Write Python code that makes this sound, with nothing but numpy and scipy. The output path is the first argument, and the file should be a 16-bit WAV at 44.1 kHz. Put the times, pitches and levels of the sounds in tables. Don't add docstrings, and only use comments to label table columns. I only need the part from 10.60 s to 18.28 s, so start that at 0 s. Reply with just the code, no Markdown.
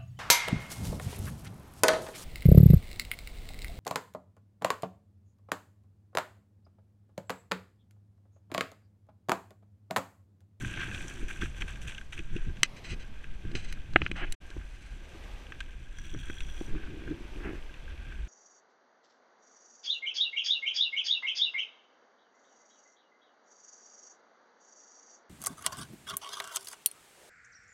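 import sys
import numpy as np
from scipy import signal
from scipy.fft import rfft, irfft, next_fast_len
from scipy.io import wavfile
from scipy.ndimage import map_coordinates

SR = 44100
rng = np.random.default_rng(int(sys.argv[2]) if len(sys.argv) > 2 else 0)


def bounce(signal):
    frames = np.transpose(np.atleast_2d(signal))
    limited = np.clip(frames, -1, 1)
    pcm = np.round(limited * 32767).astype(np.int16)
    wavfile.write(sys.argv[1], SR, pcm)


N = 338688


def amp(db):
    return 10 ** (np.asarray(db) / 20)


def unit(x):
    return x / np.sqrt(np.mean(x ** 2) + 1e-20)


def seconds():
    return np.arange(N) / SR


def curves(rows):
    knots_s, *cols = np.transpose(rows)
    return [np.interp(seconds(), knots_s, col) for col in cols]


def wobble(knots_per_s):
    knots = rng.standard_normal(400)
    return map_coordinates(knots, [np.arange(N) * knots_per_s / SR], mode="wrap")


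def swells(times_s, levels_db, rise_s, fall_s):
    out = np.zeros(N)
    for peak_s, db, fall in zip(times_s, levels_db, np.broadcast_to(fall_s, len(times_s))):
        u = seconds() - peak_s
        out += amp(db) * np.exp(-np.where(u < 0, (u / rise_s) ** 2, u / fall))
    return out


def filtered(x, response):
    size = next_fast_len(x.shape[-1] + 8192)
    spectrum = rfft(x, size) * response(np.fft.rfftfreq(size, 1 / SR))
    return irfft(spectrum, size)[..., :x.shape[-1]]


def coloured(points):
    f, db = np.transpose(points)
    shape = lambda hz: amp(np.interp(np.log(hz + 1), np.log(f), db, -120, -120))
    return unit(filtered(rng.standard_normal(N), shape))


def modes(table, sign):
    def response(f):
        total = 0
        for k, (centre_hz, width_hz, db) in enumerate(table):
            damping = 1j * f * width_hz
            total = total + sign ** k * amp(db) * damping / (centre_hz ** 2 - f * f + damping)
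        return total
    return response


def dull(f, cutoff_hz):
    x = f / cutoff_hz
    return 1 / np.prod([1 - x ** 2 + 2j * np.sin(np.pi * k / 16) * x for k in (1, 3, 5, 7)], axis=0)


def grains(rate, spread_db, life, noise):
    chance, size = rng.random((2, N))
    size_db = np.minimum(-spread_db * np.log(1 - size), 16)
    starts = amp(size_db) * (chance < rate / SR)
    u = np.arange(400) / life
    puffs = signal.fftconvolve(starts, u * np.exp(-u))[:N] * rng.standard_normal(N)
    return unit(unit(puffs) + noise * rng.standard_normal(N))


def bursts(rows, body, rise, click):
    out, t = np.zeros(N + 4096), np.arange(4096) / SR
    for start_s, peak_db, hz, share_db, t60_s in rows:
        decay = amp(-60 * t / max(t60_s, .001))
        push = rng.standard_normal(len(t)) * decay * (1 - np.exp(-t / rise))
        push[round(rise * SR)] += click
        hit = filtered(push, lambda f: body(f, hz, share_db))
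        out[round(start_s * SR):][:len(t)] += amp(peak_db) * hit / np.abs(hit).max()
    return out[:N]


# t/s, big-stone level/dB, small over big/dB
ROLL = [(0.0, -49.5, -4.5), (0.2, -47, -15.5), (0.4, -53, -1.5), (0.65, -61.5, -6), (0.95, -62.5, -4.5),
        (1.3, -60.5, -10), (1.47, -71.5, -4), (1.76, -53.5, -14.5), (2.0, -62.5, -11), (2.1, -77.5, -20.5),
        (2.4, -62, -12.5), (3.74, -59, -13.5), (3.8, -62, -9.5), (5.3, -60.5, -12), (5.45, -56.5, -11),
        (6.05, -57.5, -6), (6.15, -56, -18), (6.5, -57, -17), (6.9, -61.5, -10), (7.05, -62, -13.5),
        (7.3, -57.5, -18), (7.68, -57, -15)]
# t of peak/s, big-stone level/dB, t60/s, small over big/dB
HEAPS = [(0.1, -55.5, 0.75, -20), (0.199, -47, .3, -20), (0.33, -50.5, 0.64, -26), (0.5, -53, 0.62, -10),
         (0.688, -48.5, 0.43, -7.5), (0.817, -40.5, 0.22, -13), (0.969, -53, 0.32, -9),
         (1.013, -42.5, 0.036, -13), (1.082, -48, 0.25, -13), (1.22, -53, 0.23, -6),
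         (1.279, -48.5, .4, -10), (1.531, -47, .12, -10.5), (1.577, -52.5, 0.13, -15)]
HEAP_RISE_S, MIDDLE_OVER_BIG_DB = 0.0064, -2.5
# f/Hz, width/Hz, level before the factor of PORT_SIGN/dB
PORT = [(950, 890, -17), (1587, 114, 3.5), (2513, 385, -4), (3364, 554, -7.5), (5600, 470, -15),
        (6040, 390, -9), (7580, 950, -15.5), (9010, 710, -18.5), (11000, 1140, -29), (14100, 1200, -36)]
PORT_SIGN = -1.076


def crunch():
    roll_db, small_db = curves(ROLL)
    peak_s, heap_db, t60_s, fine_db = np.transpose(HEAPS)
    fall_s = np.abs(t60_s) / np.log(1000)
    big = amp(roll_db) + swells(peak_s, heap_db, HEAP_RISE_S, fall_s)
    small = amp(roll_db + small_db) + swells(peak_s, heap_db + fine_db, HEAP_RISE_S, fall_s)
    middle = big * amp(MIDDLE_OVER_BIG_DB)
    port = modes(PORT, sign=PORT_SIGN)
    clumps = amp(1.0 * wobble(30))
    sizes = [
        (big, lambda f: dull(f, 2450), grains(rate=300, spread_db=1.5, life=68, noise=0.87)),
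        (middle, lambda f: dull(f, 4960) * (f > 1900), grains(rate=430, spread_db=5.5, life=30, noise=1.0)),
        (small, lambda f: f > 4300, grains(rate=460, spread_db=1.0, life=7.1, noise=0.83))]
    out = np.zeros(N)
    for gain, band, x in sizes:
        out += gain * clumps * unit(filtered(x, lambda f: port(f) * band(f)))
    return out


# t/s, peak/dB, pitch f/Hz, low-passed share/dB
STONES = [(0.0464, -28, 2600, 6), (0.124, -41, 2480, -8), (0.172, -28, 2560, 7), (0.214, -29, 2200, 18),
          (0.2333, -28.5, 3180, 5), (0.265, -42, 2710, -5), (0.3125, -31, 2420, 7),
          (0.346, -25.5, 3270, -23), (0.377, -37, 2570, -8), (0.407, -31, 2500, 3),
          (0.4808, -33.5, 5970, -13), (0.7085, -31.5, 2370, 6), (0.76, -39, 3370, 0),
          (0.821, -44, 3280, -9), (0.857, -31.5, 2450, 6), (0.9455, -41, 2330, -20),
          (1.0197, -22, 2700, 3.5), (1.0815, -36, 3420, -21), (1.157, -38.5, 3420, -7),
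          (1.2156, -50, 2340, 4), (1.28, -30, 2740, -21), (1.3196, -34.5, 2630, -7),
          (1.347, -36.5, 2950, -18), (1.38, -32, 2770, -8.5), (1.412, -36, 3370, 5),
          (1.529, -33, 2340, -18), (1.5776, -30, 2170, -5), (1.59, -32.5, 2400, -20),
          (1.7643, -32.5, 2720, -25), (1.969, -41, 2610, -17), (2.641, -36.5, 2500, -1),
          (4.8663, -40.5, 2560, -15), (4.9207, -29.5, 2540, 5), (5.004, -28, 3350, -4),
          (5.385, -37.5, 4720, -2), (5.445, -46, 4800, -10), (5.5016, -43, 4770, -12),
          (5.5875, -41, 3250, -28), (5.698, -31.5, 2620, 4), (5.8046, -29.5, 3640, -12),
          (7.14, -41, 2660, -8)]
STONE_T60_S = 0.023


def stones():
    port = modes(PORT, sign=PORT_SIGN)

    def stone(f, hz, weight_db):
        crack = modes([(hz, .4 * hz, 0)], sign=1)(f)
        return port(f) * (crack + amp(weight_db) * dull(f, 2400))
    return bursts([(*row, STONE_T60_S) for row in STONES], stone, rise=.0006, click=3.6)


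# f/Hz, width/Hz, level/dB
HUB = [(3300, 100, 0), (5860, 66, -5), (8550, 120, -18)]
COAST_START_S, COAST_END_S, COAST_FADE_S, COAST_DB = 5.33, 6.1, 0.057, -57.5
TICKS_PER_S, TICKS_GAIN_PER_S2 = 52, 21
WHIRR = 0.078


def freewheel():
    t = seconds()
    coast_s = np.clip(t - COAST_START_S, 0, COAST_END_S - COAST_START_S)
    rate = TICKS_PER_S + TICKS_GAIN_PER_S2 * coast_s
    tooth_count = np.floor(np.cumsum(rate) / SR + .3 * wobble(40))
    teeth = np.diff(tooth_count, prepend=0) > 0
    ticks = teeth * amp(2.2 * rng.standard_normal((len(HUB), N)))
    ticks = signal.fftconvolve(ticks, np.hanning(90)[None], axes=1)[:, :N]
    ticks = (ticks + WHIRR) * rng.standard_normal(N)
    ring = sum(filtered(tick, modes([mode], sign=1)) for tick, mode in zip(ticks, HUB))
    near = np.clip(np.minimum(t - COAST_START_S, COAST_END_S - t) / COAST_FADE_S, 0, 1)
    return amp(COAST_DB) * near * unit(ring)


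# f/Hz, width/Hz, level per pass (two passes)/dB
CASE = [(1600, 400, -4), (2060, 330, -1), (2510, 420, 0), (2950, 550, -2.5), (3970, 400, -1.5),
        (4750, 420, -7.5), (5550, 400, -11), (6080, 450, -5.5), (7600, 850, -7.5), (8950, 800, -14),
        (10600, 1300, -21), (12300, 1200, -20), (13500, 1200, -18), (14900, 1200, -17)]
# f/Hz, width/Hz, level/dB
FLEX = [(790, 140, 0.5), (1557, 830, 5)]


def touch(f, hz, weight_db):
    case = modes(CASE, sign=1)(f) ** 2
    return (case + amp(weight_db) * modes(FLEX, sign=1)(f)) * dull(f, hz)


# t/s, peak/dB, low-pass f/Hz, wall flex/dB, t60/s, thud/dB
TAPS = [(2.0318, -0.6, 9300, -25, 0.011, -31), (2.915, -41, 7900, -18, 0.024, -38),
        (2.952, -24.5, 6900, -18, .04, -29), (3.3353, -37.5, 7760, -7, 0.013, -58),
        (3.3593, -2, 2920, 11, 0.016, -14), (3.4173, -16, 3020, 4, 0.015, -27),
        (3.463, -15, 2960, -9, 0.014, -39), (3.5139, -20, 3300, -24.5, .012, -29),
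        (3.903, -35.5, 9000, -11, 0.014, -44), (3.966, -49, 1480, -4, .01, -31.5),
        (5.547, -37.5, 1700, -15, 0.018, -31), (5.699, -52, 1500, 0, .01, -31),
        (6.012, -51, 805, 3, 0.0087, -24.5), (6.15, -42, 1500, -5, 0.014, -39),
        (6.273, -38, 2000, 0, 0.0092, -47), (6.477, -37.5, 2000, 3, 0.013, -34),
        (6.85, -32.5, 2560, 0, 0.008, -40), (6.892, -38, 3000, 2, .01, -35),
        (6.911, -51, 2540, 0, 0.009, -36), (6.933, -52, 2400, 0, 0.012, -30.5)]
# f/Hz, width/Hz
HUM = (327.7, 56)


def taps():
    out = bursts([row[:5] for row in TAPS], touch, rise=.0009, click=5)
    u = np.arange(4096) / SR
    ring = np.sin(2 * np.pi * HUM[0] * u) * np.exp(-np.pi * 1.3 * HUM[1] * u)
    push = 0.24 * u / 0.0011 * np.exp(1 - u / 0.0011)
    for row in TAPS:
        out[round(row[0] * SR):][:len(u)] += amp(row[5]) * (ring + push)
    return out


# t/s, peak/dB, low-pass f/Hz, treble lift at 4 kHz/dB, t60/s
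FLICKS = [(2.032, -22, 15000, 1, 0.0059), (3.045, -42, 9500, -6, 0.018), (3.1247, -31, 11000, -13, 0.019),
          (3.5139, -34, 9100, -17, 0.017), (3.7226, -25.5, 10900, 2, 0.016)]


def flicks():
    def nail(f, hz, lift_db):
        lift = 1 + amp(lift_db) * (f / 4000) ** 2
        return modes(CASE, sign=1)(f) ** 2 * lift * dull(f, hz)
    return bursts(FLICKS, nail, rise=.001, click=1.5)


# start t/s, end t/s, level/dB, change along stroke/dB, low-pass f/Hz, wall flex/dB
STROKES = [(2.03, 2.06, -32.5, -14, 8050, -24), (2.158, 2.194, -48, -10, 8250, -31),
           (2.236, 2.341, -47.5, 2.5, 8200, -37), (2.388, 2.431, -52.5, -1.5, 8150, -32),
           (2.947, 3.057, -42.5, -15.5, 8300, -7), (3.04, 3.138, -50, -6, 7850, -19),
           (3.364, 3.414, -54, -2, 3970, 3), (3.402, 3.478, -50, -4, 6600, 2),
           (3.55, 3.644, -44.5, 8, 3060, 4), (3.557, 3.617, -51, -8, 8800, -15),
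           (3.644, 3.688, -47.5, -7.5, 3480, -25), (4.044, 4.365, -63, 1, 11000, 3),
           (6.79, 6.872, -52.5, 6, 2670, 15), (6.873, 6.993, -43, -19.5, 2670, 7)]
PRESS_S, LIFT_S = .012, 0.0098


def strokes():
    t, out = seconds(), np.zeros(N)
    skin = amp(2.5 * wobble(45)) * grains(rate=680, spread_db=-6.0, life=33, noise=2.7)
    for start_s, end_s, db, change_db, hz, weight_db in STROKES:
        a, b = round(start_s * SR), round(end_s * SR) + 1000
        since_s = t[a:b] - start_s
        press = np.clip(np.minimum(since_s / PRESS_S, (end_s - t[a:b]) / LIFT_S + 1), 0, 1)
        press = press * amp(change_db * since_s / (end_s - start_s))
        out[a:b] += amp(db) * press * unit(filtered(skin[a:b], lambda f: touch(f, hz, weight_db)))
    return out


# t/s, sway/dB, wind/dB, grip throb/dB, case hum/dB
HANDLING = [(0.0, -44.5, -46.5, -41, -51.5), (0.65, -39, -46.5, -51, -54.5), (1.2, -44, -44.5, -48.5, -75),
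            (1.43, -43, -48.5, -60, -73), (1.8, -29, -55, -48.5, -65), (2.15, -46, -56, -52.5, -69),
            (2.6, -40.5, -47, -52.5, -65.5), (3.2, -32, -44.5, -50, -62), (3.55, -36, -48, -51.5, -60),
            (3.7, -27, -57, -47.5, -60), (3.85, -48, -47.5, -58.5, -70), (4.47, -54.5, -44.5, -58, -66),
            (5.3, -47.5, -45.5, -55, -66.5), (5.6, -38, -44, -49.5, -66), (5.95, -35.5, -39, -59, -64),
            (6.1, -32.5, -43, -47, -49), (6.55, -48, -45, -53, -45.5), (6.7, -39, -49, -55.5, -59),
            (6.93, -45.5, -41, -52, -47), (7.05, -36, -46, -62, -66), (7.68, -51, -42.5, -53, -59.5)]
# t of peak/s, throb/dB, hum/dB
JOLTS = [(0.04, -46, -58), (0.19, -52, -65), (0.628, -44, -52), (0.832, -42, -46.5), (1.029, -45, -48),
         (1.27, -52, -57.5), (1.601, -42.5, -53), (1.762, -40.5, -44.5), (1.881, -36, -42.5),
         (2.332, -36.5, -48), (2.861, -44.5, -51), (2.96, -41.5, -45), (3.13, -52, -71), (3.361, -39, -60),
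         (3.429, -38.5, -48), (3.511, -38, -69), (3.64, -53, -41.5), (3.979, -41, -65), (4.55, -62, -54),
         (5.555, -42.5, -47), (5.705, -50, -48), (6.159, -42, -46), (6.49, -50, -45), (6.78, -49, -43.5),
         (6.86, -61, -40.5)]
JOLT_RISE_S, JOLT_FALL_S, JOLT_WIND_OVER_THROB_DB = 0.021, 0.023, 3
GUST_DB, GUST_KNOTS_PER_S = 2, 13
# f/Hz, relative density per Hz/dB
SWAY = [(3, 0.5), (8, -9.5), (20, -4), (32, -19.5)]
WIND = [(18, -36.5), (28, -1), (50, -6.5), (75, -12.5), (140, -49.5)]
THROB = [(35, -36.5), (70, -4.5), (130, -6), (220, -14.5), (500, -43)]


def handling():
    sway_db, wind_db, throb_db, hum_db = curves(HANDLING)
    peak_s, jolt_db, squeeze_db = np.transpose(JOLTS)
    jolts = swells(peak_s, jolt_db, JOLT_RISE_S, JOLT_FALL_S)
    squeezes = swells(peak_s, squeeze_db, JOLT_RISE_S, JOLT_FALL_S)
    sway = amp(sway_db + GUST_DB * wobble(GUST_KNOTS_PER_S)) * coloured(SWAY)
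    wind_gain = amp(wind_db + GUST_DB * wobble(GUST_KNOTS_PER_S))
    wind = (wind_gain + amp(JOLT_WIND_OVER_THROB_DB) * jolts) * coloured(WIND)
    throb = (amp(throb_db) + jolts) * unit(amp(2.7 * wobble(20)) * coloured(THROB))
    slips = grains(rate=270, spread_db=1.5, life=17, noise=0.33)
    lowest = modes([(*HUM, 0)], sign=1)
    hum = unit(filtered(slips, lambda f: (lowest(f) + 0.46) * dull(f, 422) * (f > 120)))
    hum_gain = amp(hum_db + 0.5 * wobble(17)) + squeezes
    return sway + wind + throb + hum_gain * hum


# f/Hz, relative density per Hz/dB
AIR = [(120, -16.5), (200, 2.5), (544, -0.5), (1110, -5.5), (1210, -4.5), (1540, -17), (1910, -6.5),
       (2600, -8), (5300, -18), (6020, -20), (6710, -24), (14400, -33), (15500, -61)]


def hiss():
    return amp(-59.5 + 3.2 * wobble(2.814)) * coloured(AIR)


def scene():
    tyres = crunch() + stones()
    fingers = taps() + flicks() + strokes()
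    return (tyres + freewheel() + fingers + handling() + hiss())[None]


# start t/s, end t/s
SILENCE = (3.752, 3.802)
MUTE_FADE_OUT_S, MUTE_FADE_IN_S, TOP_HZ = 0.0076, 0.021, 15900


def record(dry):
    t = seconds()
    before, after = (SILENCE[0] - t) / MUTE_FADE_OUT_S, (t - SILENCE[1]) / MUTE_FADE_IN_S
    gate = np.clip(np.maximum(before, after), 0, 1)
    return filtered(dry * gate, lambda hz: hz < TOP_HZ)


dry = scene()
out = record(dry)
bounce(out)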